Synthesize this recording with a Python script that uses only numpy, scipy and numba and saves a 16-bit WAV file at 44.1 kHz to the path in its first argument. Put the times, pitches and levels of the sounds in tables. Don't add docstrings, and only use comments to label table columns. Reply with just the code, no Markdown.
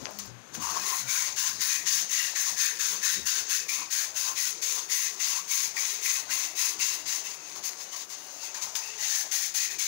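import sys
import numpy as np
from scipy import signal
from scipy.fft import rfft, irfft, next_fast_len
from scipy.io import wavfile
from scipy.ndimage import uniform_filter1d
from numba import njit

SR = 44100
rng = np.random.default_rng(int(sys.argv[2]) if len(sys.argv) > 2 else 0)


def voltage_ratio(decibels):
    exponent = np.asarray(decibels, float) / 20
    return 10 ** exponent


def unload_audio(sound):
    columns = np.transpose(np.atleast_2d(sound))
    steps = np.round(np.clip(columns, -1, 1) * 32767)
    wavfile.write(sys.argv[1], SR, steps.astype(np.int16))


N = 435266

# frequency [Hz], density [dB per Hz].
AIR_SPECTRUM = [(18, -80), (30, -31), (118, -11), (437, -4), (1250, -2.5), (4080, -12), (6550, -40),
                (8080, -23), (16000, -28)]
AIR_DB = -56.5
GARAGE_T60_S, GARAGE_DB = 0.069, -12.5

# frequency [Hz], width [Hz], level [dB].
FRAME_MODES = [(82.6, 19, -7), (115, 12, -4.5), (160, 35, -6.5), (196.6, 23, -2.5), (254, 100, -8),
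               (35, 47, -18)]
# frequency [Hz], width [Hz], level [dB].
RUSTLE_BANDS = [(308, 48, -4.5), (422, 97, -1.5), (569, 326, 0.5), (730, 503, 0)]
# time [s], frame drumming [dB], sleeve and floor rustle [dB].
JOLTS = [(.02, -50.5, -57), (.08, -60, -47), (.33, -58, -64), (.58, -47, -52), (.88, -61, -48),
         (1.04, -53, -67), (1.59, -56, -54.5), (1.84, -60, -55.5), (2.03, -67, -54), (2.33, -64, -59),
         (2.53, -59.5, -52), (2.94, -60.5, -52), (3.19, -57, -54), (3.41, -57, -52), (3.71, -64, -58),
         (3.82, -61, -51), (4.09, -65, -57), (4.29, -63.5, -54), (4.56, -64, -52.5), (4.89, -67, -55),
         (5.45, -70, -58), (5.66, -60, -55), (6.25, -69, -55.5), (6.79, -60, -53), (7.06, -60.5, -60),
         (7.59, -59, -52.5), (8.66, -62.5, -56), (9.07, -66, -68), (9.26, -70, -53.5), (9.73, -64, -52.5)]
JOLT_RISE_S, FRAME_FALL_S, RUSTLE_FALL_S = 0.094, 0.15, 0.12
# time [s], frame level [dB], rustle level [dB].
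CALM = [(0, -68, -59), (.3, -53, -64), (.5, -66, -77), (.75, -55, -51.5), (1, -63.5, -61.5),
        (1.5, -62, -64), (2.5, -68.5, -62.5), (4, -68.5, -61), (5.2, -72.5, -61), (7, -73.5, -59),
        (7.7, -72, -63), (8.3, -76, -63), (9, -72, -60.5), (9.2, -77, -76), (9.87, -78, -82)]
# start [s], pitch [Hz], level [dB], length [s].
HUMS = [(0.09, 202, -52, 0.23), (0.248, 118.3, -53.5, 0.2), (0.073, 330, -65, 0.044),
        (0.566, 116, -65, 0.11), (0.615, 78, -58, 0.16), (1.003, 124, -55, 0.11), (1.416, 203, -67, 0.23),
        (1.817, 201.5, -61, 0.28), (2.49, 122, -66, 0.067), (2.81, 80, -60, 0.091), (3.13, 77.5, -57, 0.18)]

# time [s], level [dB], opening [s], closing [s].
GAP_OPENINGS = [(.55, -46, 0.0087, 0.018), (.75, -57, .1, .1), (1.17, -40.5, .12, 0.091),
                (1.63, -49, 0.047, .1), (2.2, -53, 0.081, .1), (2.62, -46, 0.041, 0.092),
                (2.85, -50, 0.11, 0.17), (3.08, -44, .07, 0.11), (3.3, -52, 0.059, 0.12),
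                (3.53, -44, .05, 0.061), (3.98, -47, 0.048, .06), (4.47, -51, .08, .05),
                (6.3, -44, .02, 0.031)]
GAP_HZ, GAP_WIDTH_HZ = 1536, 166
# frequency [Hz], width [Hz], level [dB].
BORE_MODES = [(1032, 264, 7.5), (1037.5, 72, 1)]
# time [s], pitch factor [ratio].
BORE_TUNING = [(0, 1.025), (8.1, 1.015), (8.25, 0.86), (8.6, 0.94), (8.75, 0.95), (9.05, 0.78),
               (9.87, 0.79)]
# time [s], air column level [dB], opening [s], closing [s].
MOUTH_OPENINGS = [(.05, -52, 0.017, 0.09), (.64, -34.5, 0.053, 0.22), (.71, -32, 0.075, 0.035),
                  (.772, -28.5, 0.022, 0.041), (.86, -36, 0.074, 0.13), (.95, -35, 0.1, 0.055),
                  (1.29, -46.5, 0.21, 0.066), (1.48, -43.5, 0.14, 0.085), (2.5, -41, 0.08, 0.023),
                  (2.94, -44.5, 0.069, 0.097), (3.82, -39, 0.14, 0.058), (4.29, -41, 0.093, 0.11),
                  (4.78, -38.5, 0.06, 0.059), (5.39, -42, 0.34, .06), (5.775, -39, 0.027, 0.029),
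                  (6.185, -44.5, .04, 0.036), (6.72, -46, .1, 0.051), (7.565, -40, 0.0062, 0.022),
                  (7.94, -46, .02, .1), (8.44, -45.5, 0.025, 0.049), (8.58, -45, 0.077, 0.32),
                  (8.675, -38.5, .02, 0.019), (8.77, -43.5, 0.023, 0.2), (9.05, -48.5, .15, .12)]
# time [s], level over the scrub [dB].
COVERED_MOUTH = [(0, -13), (2, -22), (4, -24), (5, -22), (7, -18.5), (8, -15.5), (9, -23), (9.87, -27)]

# time [s], peak [dB], dull knock over peak [dB], contact [ms].
TICKS = [
    (0.0549, -10.5, -26, 0.15),
    (0.068, -20.5, -9, 0.45),
    (0.55, -19, -22, 0.11),
    (0.587, -29, -13, 0.13),
    (0.773, -18, -21, 0.13),
    (7.56, -33, -5, 0.2),
    (7.732, -23, -24, 0.14),
    (8.628, -31, -23, 0.074),
    (8.754, -15, -21, 0.14),
]
# frequency [Hz], gain [dB].
CRACK_SPECTRUM = [(120, -49), (500, -11), (2000, -3.5), (6450, -2), (8300, -20.5), (15000, -3)]
# time [s], peak [dB].
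FLICKS = [(.028, -36), (.109, -25), (.188, -20), (.203, -32), (.257, -30), (.265, -35), (7.638, -21.5),
          (7.692, -20), (8.636, -24), (7.93, -31), (7.971, -26), (8.545, -30), (8.72, -33), (8.7523, -26),
          (8.768, -23)]

# frequency [Hz], density [dB per Hz].
SCRATCH_SPECTRUM = [(400, -43.5), (800, -25.5), (1300, -18.5), (2100, -10.5), (3050, -11.5), (4000, -9),
                    (5600, -5.5), (6450, 4), (8300, -16.5), (10100, -8.5), (13300, -19.5), (14100, -17),
                    (14700, -7.5), (16000, -8.5)]
# frequency [Hz], width [Hz], level [dB].
WALL_MODES = [(3270, 55, -25), (3850, 260, 8), (3970, 190, 0.5), (4395, 350, 5.5), (5640, 900, 8.5)]
# bite [s], rise [ms], scrub level [dB], hold [s], finger pocket over scrub [dB].
AWAY = [(1.065, 52, -28.5, 0.2, -9), (1.588, 35, -28, 0.17, -8.5), (2.088, 26, -28.5, 0.18, -5),
        (2.561, 40, -28.5, 0.12, -6), (3.011, 39, -28, 0.13, -7.5), (3.475, 37, -28.5, 0.096, -9.5),
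        (3.899, 28, -28.5, 0.13, -8.5), (4.35, 29, -28.5, 0.14, -14), (4.879, 45, -29, 0.2, -8.5),
        (5.471, 42, -28.5, 0.18, -11.5), (6.006, 56, -28.5, .16, -9), (6.549, 46, -28, 0.14, -13.5),
        (7.053, 30, -30.5, 0.11, -11.5), (9.061, 47, -29, .15, -10.5), (9.538, 13, -29, .11, -10.5)]
# bite [s], rise [ms], scrub level [dB], hold [s], finger pocket over scrub [dB].
BACK = [(1.355, 25, -29.5, 0.14, -12), (1.854, 20, -28.5, 0.16, -9), (2.349, 19, -29.5, .14, -9),
        (2.786, 25, -29.5, 0.15, -12.5), (3.252, 19, -29.5, 0.14, -9.5), (3.68, 11, -31.5, .12, -11.5),
        (4.14, 36, -30, 0.15, -15.5), (4.615, 10.5, -30, 0.17, -24), (5.189, 28, -29, 0.18, -13),
        (5.751, 45, -30, 0.19, -13), (6.284, 33, -30, 0.17, -11), (6.785, 28, -29.5, 0.16, -11),
        (9.311, 8.7, -29.5, 0.15, -12), (9.782, 8.8, -29, 0.08, -11.5)]
# bite [s], rise [ms], scrub level [dB], hold [s], finger pocket over scrub [dB].
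FUMBLES = [(0.186, 3, -37, .01, -24), (0.208, 20, -46, 0.064, -24), (0.531, 21, -37.5, 0.022, -16),
           (0.6, 30, -34.5, 0.1, -11), (0.688, 23, -32, 0.027, -12), (0.728, 25, -34.5, 0.1, -8.5),
           (0.826, 38, -30.5, 0.18, -8.5), (7.231, 17, -37.5, 0.06, -11.5), (7.29, 17, -42, .06, -14),
           (7.547, 8, -41.5, 0.039, -27), (7.625, 5, -43, .015, -20), (7.633, 20, -33.5, 0.053, -21),
           (7.7, 10, -45, 0.034, -21), (7.777, 38, -39, 0.056, -15), (7.912, 20, -38.5, 0.039, -10),
           (7.957, 8, -36, 0.02, -21), (7.993, 13, -38.5, .03, -24), (8.083, 29, -39.5, 0.053, -20),
           (8.404, 27, -39.5, 0.068, -18), (8.54, 8, -38, 0.034, -9), (8.61, 14, -34.5, 0.036, -26),
           (8.657, 10, -44, .02, -20), (8.7513, 1.4, -30, 0.017, -19), (8.787, 10, -43.5, .1, -10.5),
           (8.974, 63, -31.5, 0.1, -8), (9.692, 23, -36, 0.052, -5.5)]
SAG_DB_PER_S, EASE_DB_PER_S, LIFT_DB_PER_S = 16, 146, 336
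STALL_DB_PER_S2, BITE_POWER = 255, 0.69
# time [s], level [dB].
RESTING = [(0, -49), (.17, -49), (.37, -59.5), (.52, -55.5), (.62, -44), (1, -41), (3, -41.5), (3.5, -45),
           (7.2, -45.5), (7.36, -45), (7.42, -47), (7.52, -42.5), (7.61, -47.5), (7.77, -46.5), (7.89, -47),
           (8.08, -51), (8.16, -45), (8.3, -44), (8.4, -43), (8.53, -44.5), (8.69, -42), (8.745, -44),
           (8.8, -40.5), (8.95, -42), (9.2, -47)]
# time [s], first pocket resonance [Hz], second resonance [Hz], second over first [dB].
REACH = [(0.187, 1510, 2540, 2), (0.528, 1520, 2970, -1), (0.595, 1450, 2800, 9), (0.72, 1570, 2540, 8),
         (0.836, 1970, 2670, -10), (1.065, 2160, 2400, 8), (1.2, 2070, 2420, -4), (1.355, 1550, 2830, 4),
         (1.591, 1900, 2520, -5), (1.7, 1910, 2520, 6), (1.854, 1800, 2900, 2.5), (2.09, 1840, 2840, 3),
         (2.349, 1870, 2630, -2), (2.557, 1840, 2580, 0), (2.786, 1720, 2650, 1), (3.012, 1800, 2600, 0),
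         (3.252, 1650, 2710, 3), (3.477, 1760, 2610, 7), (3.68, 2170, 2490, 10.5), (3.9, 1790, 2440, 0.5),
         (4.14, 1550, 2580, 10), (4.354, 1970, 2500, 6), (4.615, 2260, 2600, 11), (4.883, 2010, 2690, 2),
         (5.02, 1920, 2560, 1), (5.189, 2110, 2760, 8), (5.472, 2130, 2620, -1), (5.6, 2130, 2330, 5),
         (5.751, 1930, 2400, 9), (5.81, 2080, 2510, 8), (6.006, 2050, 2530, 2.5), (6.13, 1950, 2600, 5),
         (6.284, 2040, 2660, 6.5), (6.545, 2060, 2600, 6), (6.785, 2050, 2700, 10.5), (7.05, 1990, 2800, 6),
         (7.237, 2050, 2580, 11.5), (7.629, 1790, 2660, 6), (7.901, 1920, 3000, 9), (8.085, 2240, 2800, 14),
         (8.36, 2070, 2670, 16), (8.534, 1680, 2450, 5), (8.75, 1930, 2350, -1), (8.82, 2000, 2610, 12),
         (8.9, 2100, 2700, 14.5), (8.976, 1990, 2800, 2), (9.08, 1750, 2330, -15), (9.311, 1850, 2330, 2.5),
         (9.535, 1930, 2440, 5), (9.783, 2240, 2360, 8.5)]
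# time [s], snap peak [dB], pocket flare [dB], held back [dB].
CATCHES = [(1.3613, -16, -2, -5), (1.608, -24, 4, -4.5), (1.8667, -17, 7, 0), (2.1091, -20, -5.5, -4.5),
           (2.354, -25, 16, 1), (2.794, -19, 12, 2), (3.029, -19, 6, -3), (3.262, -20, 5, -1),
           (3.496, -19, -3, -3.5), (3.6905, -19, 8, -3), (3.9255, -18, -9, -4), (4.154, -19, 11, -2),
           (4.373, -21, 1, -4), (4.6244, -20, 8, 1), (4.897, -23, 4, -6), (5.2021, -22, 12, 0),
           (5.5084, -21, 2, -5.5), (5.7678, -24, 20, 1), (6.059, -17, 12.5, 0), (6.3075, -22, 13, -3),
           (6.5894, -9, 8, -1), (6.799, -17, 10, -1), (7.0787, -14, 2, -2), (7.2504, -26, 4, -3),
           (9.322, -19, 1, -1), (9.5447, -17, -12, 2), (9.794, -16, 7, -2.5)]
STICK_S, SLIP_DB, SLIP_S, FLARE_S, SNAP_DB = 0.023, 0, 0.0084, 0.012, -7

GATE_HZ, GATE_FROM_DB, GATE_DB_PER_DB = 820, -27, 0.77
TOP_HZ = 15760


def level(x, db):
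    return x * voltage_ratio(db) / np.sqrt(np.mean(x ** 2))


def curves(table):
    s, *columns = np.transpose(table)
    return [np.interp(np.arange(N) / SR, s, column) for column in columns]


def steps(table):
    rows = np.array(table, float)
    current = np.maximum(np.searchsorted(rows[:, 0], np.arange(N) / SR) - 1, 0)
    return uniform_filter1d(rows[current, 1:], size=600, axis=0).T


def swells(s, db, rise_s, fall_s, floor_db):
    coarse = np.arange(0, N, 64)
    after = coarse / SR - np.reshape(s, (-1, 1))
    rise_s, fall_s, db = (np.reshape(v, (-1, 1)) for v in (rise_s, fall_s, db))
    top_db = np.max(db - 15 * np.maximum(-after / rise_s, after / fall_s), axis=0)
    return np.maximum(np.interp(np.arange(N), coarse, top_db), floor_db)


def walk(rate):
    hold = int(SR / rate)
    held = np.repeat(rng.standard_normal(N // hold + 1), hold)
    return 1.57 * uniform_filter1d(uniform_filter1d(held, hold), hold)[:N]


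def colour(x, points):
    hz, db = np.transpose(points)
    bins = np.maximum(np.fft.rfftfreq(2048, 1 / SR), 1)
    log_gain = np.interp(np.log(bins), np.log(hz), db) * np.log(10) / 20
    cepstrum = irfft(log_gain)
    cepstrum[1:1024] *= 2
    cepstrum[1025:] = 0
    impulse = irfft(np.exp(rfft(cepstrum)))[:1024]
    return signal.fftconvolve(x, impulse)[:N]


def butter(x, order, hz, kind="low"):
    return signal.sosfilt(signal.butter(order, hz, kind, fs=SR, output="sos"), x)


@njit
def svf(x, hz, width):
    y, band, low = np.empty(len(x)), 0., 0.
    for i in range(len(x)):
        g, k = np.tan(np.pi * hz[i] / SR), width / hz[i]
        v = (band + g * (x[i] - low)) / (1 + g * (g + k))
        band, low, y[i] = 2 * v - band, low + 2 * g * v, k * v
    return y


def steep(x, hz, width):
    return level(svf(svf(x, hz, width), hz, 2.5 * width), 0)


def ring(x, modes, drift, flicker_db):
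    total = 0
    for k, (hz, width, db) in enumerate(modes):
        gain = voltage_ratio(db + flicker_db * walk(9))
        mode = svf(x, hz * (1 + drift * walk(5)), 1. * width)
        total = total + (-1) ** k * gain * mode
    return level(total, 0)


def grit(per_s, spread_db):
    caught = rng.random(N) < per_s / SR
    size = rng.standard_normal(N) * voltage_ratio(spread_db * rng.exponential(size=N))
    return level(caught * size, 0)


def judder():
    tremble_db = 0.7 * walk(45) + 0.8 * walk(160)
    return grit(per_s=16000, spread_db=-0.07) * voltage_ratio(tremble_db)


def catches(before_s, after_s, before, after):
    s, t = np.transpose(CATCHES)[0], np.arange(N) / SR
    k = np.searchsorted(s, t)
    ahead, last = np.minimum(k, len(s) - 1), np.maximum(k - 1, 0)
    before, after = before + 0 * s, after + 0 * s
    build = (k < len(s)) * before[ahead] * np.exp(-np.abs(s[ahead] - t) / before_s)
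    decay = (k > 0) * after[last] * np.exp(-np.abs(t - s[last]) / after_s)
    return build + decay


def scrub():
    power, t = voltage_ratio(2 * curves(RESTING)[0]), np.arange(int(0.6 * SR)) / SR
    for ease, strokes in [(EASE_DB_PER_S, AWAY + BACK), (LIFT_DB_PER_S, FUMBLES)]:
        for s, rise_ms, db, hold_s, _ in strokes:
            easing = np.maximum(t - hold_s, 0)
            sag_db = SAG_DB_PER_S * np.maximum(t - rise_ms / 1000, 0)
            lost_db = sag_db + ease * easing + STALL_DB_PER_S2 * easing ** 2
            bite = np.minimum(1000 * t / rise_ms, 1) ** BITE_POWER
            i = int(s * SR)
            power[i:i + len(t)] += ((bite * voltage_ratio(db - lost_db)) ** 2)[:N - i]
    held_back_db = np.minimum(np.transpose(CATCHES)[3], 0)
    power = power * voltage_ratio(2 * catches(STICK_S, SLIP_S, held_back_db, SLIP_DB))
    return np.sqrt(power), 10 * np.log10(power)


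def loudness():
    return uniform_filter1d(np.maximum(scrub()[1] + 42, 0), size=2000)


def air():
    swell_db = 0.8 * walk(6)
    hiss = level(colour(rng.standard_normal(N), AIR_SPECTRUM), AIR_DB)
    return voltage_ratio(swell_db - 0.3 * loudness()) * hiss


def garage(x):
    t = np.arange(int(0.5 * SR)) / SR
    fade = np.exp(-np.log(1000) * t / GARAGE_T60_S) * (t > 0.004)
    turn, out = 2.5 * np.arange(N) / SR + 0.6 * walk(3), 0
    for k in range(4):
        tail = rng.standard_normal(len(t)) * fade
        tail = tail * np.exp(-t / 0.017) + uniform_filter1d(tail, size=3)
        share = np.cos(turn + k * np.pi / 4) / np.sqrt(2)
        out = out + signal.oaconvolve(share * x, tail / np.sqrt(np.sum(tail ** 2)))[:N]
    return voltage_ratio(GARAGE_DB) * out


def stand():
    s, frame_db, rustle_db = np.transpose(JOLTS)
    still_db, hush_db = curves(CALM)
    hush_db = hush_db + 3.5 - 0.16 * loudness()
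    frame_db = swells(s, frame_db, JOLT_RISE_S, FRAME_FALL_S, still_db)
    rustle_db = swells(s, rustle_db, JOLT_RISE_S, RUSTLE_FALL_S, hush_db)
    frame = ring(grit(per_s=740, spread_db=0.5), FRAME_MODES, drift=0.017, flicker_db=2.5)
    rustle = ring(grit(per_s=4000, spread_db=1.25), RUSTLE_BANDS, drift=0.081, flicker_db=0.0)
    return voltage_ratio(frame_db) * frame + voltage_ratio(rustle_db + 0.5) * rustle


def hums():
    t, out = np.arange(N) / SR, 0
    for s, hz, db, length_s in HUMS:
        swell = np.sin(np.pi * np.clip((t - s) / length_s, 0, 1))
        size = voltage_ratio(db + 2.0 * walk(24.7))
        phase = 2 * np.pi * np.cumsum(hz * (1 + 0.012 * walk(15.5))) / SR
        out = out + size * swell * np.sin(phase)
    return np.sqrt(2) * out


def gap():
    gap_db = swells(*np.transpose(GAP_OPENINGS), -69.5)
    return voltage_ratio(gap_db) * steep(judder(), GAP_HZ * (1 + 0.01 * walk(11)), 1. 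* GAP_WIDTH_HZ)


def bore():
    covered_db = scrub()[1] + curves(COVERED_MOUTH)[0]
    bore_db = swells(*np.transpose(MOUTH_OPENINGS), covered_db)
    tuning = curves(BORE_TUNING)[0]
    rub, column = judder(), 0
    for hz, width, db in BORE_MODES:
        column = column + voltage_ratio(db + 1.0 * walk(12)) * steep(rub, hz * tuning, 1. * width)
    return voltage_ratio(bore_db) * level(column, -3.66)


def ticks():
    sharp, knock, t = np.zeros(N + 1024), np.zeros(N), np.arange(1024) / SR
    for s, peak_db, dull_db, contact_ms in TICKS:
        i = int((s + 0.00108) * SR)
        push = np.sin(np.pi * np.clip(1000 * t / max(contact_ms, 0.045), 0, 1)) ** 2
        grains = rng.standard_normal(len(t)) * np.exp(-t / 0.00079)
        rattle = np.convolve(grains, push)[:len(t)]
        sharp[i:i + len(t)] += voltage_ratio(peak_db) * (0.18 * rattle - push)
        knock[i] -= voltage_ratio(peak_db + dull_db)
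    thud = svf(svf(knock, np.full(N, 600.), 500.), np.full(N, 450.), 500.)
    return 1.17 * colour(sharp[:N], CRACK_SPECTRUM) + 14 * thud


def flicks():
    out, t = np.zeros(N + 256), np.arange(256) / SR
    snaps = [(s, db + SNAP_DB) for s, db, *_ in CATCHES]
    for s, peak_db in FLICKS + snaps:
        i = int((s + 0.00032) * SR)
        out[i:i + len(t)] += voltage_ratio(peak_db) * rng.standard_normal(len(t)) * np.exp(-t / 0.00034)
    return 1.3 * butter(colour(out[:N], CRACK_SPECTRUM), 2, 3500, "high")


def finger_pocket(rub):
    low_db = steps(sorted(AWAY + BACK + FUMBLES))[-1] - 1.5 + 1.0 * walk(12)
    low_hz, high_hz, tilt_db = steps(REACH)
    high_db = low_db + tilt_db + 0.37 * walk(4.9)
    low = steep(rub, low_hz * (1 + 0.026 * walk(10)), 306.0)
    high = steep(rub, high_hz * (1 + 0.017 * walk(18)), 170.0)
    return voltage_ratio(low_db - 2.0) * low - voltage_ratio(high_db - 9.5) * high


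def scratch(scrub_db):
    body = butter(level(colour(judder(), SCRATCH_SPECTRUM), 0), 4, 8200)
    top = butter(judder(), 4, 8200, "high")
    bright_db = 0.31 * (scrub_db + 34) + 0.78 * walk(25)
    direct = body + voltage_ratio(bright_db) * level(colour(top, SCRATCH_SPECTRUM), -6.0)
    depth = np.clip(0.1 + 0.9 * walk(8), 0, 1)
    return direct - depth * svf(direct, 13300 * (1 + 0.006 * walk(4)), 900.)


def sanding():
    gain, scrub_db = scrub()
    direct = scratch(scrub_db)
    wall = ring(judder(), WALL_MODES, drift=0.035, flicker_db=2.5)
    pocket = finger_pocket(judder())
    flare_db = catches(FLARE_S, FLARE_S, 0, np.transpose(CATCHES)[2]) + 0.13 * walk(16)
    rubbing = gain * (direct + level(wall, -11.5) + voltage_ratio(flare_db - 3.0) * pocket)
    return butter(rubbing, 6, 820, "high")


def gate(x):
    low = signal.sosfiltfilt(signal.butter(3, GATE_HZ, fs=SR, output="sos"), x)
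    hiss = x - low
    loud_db = 10 * np.log10(np.abs(uniform_filter1d(hiss ** 2, size=2600)) + 1e-12)
    return hiss + low * voltage_ratio(-GATE_DB_PER_DB * np.maximum(loud_db - GATE_FROM_DB, 0))


def scene():
    near = stand() + hums() + gap() + bore() + ticks() + flicks() + sanding()
    return np.array([2 * (near + garage(near) + air()), np.zeros(N)])


def record(dry):
    size = next_fast_len(N)
    hz = np.fft.rfftfreq(size, 1 / SR)
    kept = np.clip((TOP_HZ - hz) / 60, 0, 1)
    bass = 1 / np.sqrt(1 + (55 / (hz + 1)) ** 3.8)
    return irfft(rfft(gate(dry), size) * kept * bass, size)[:, :N]


dry = scene()
out = record(dry)
unload_audio(out)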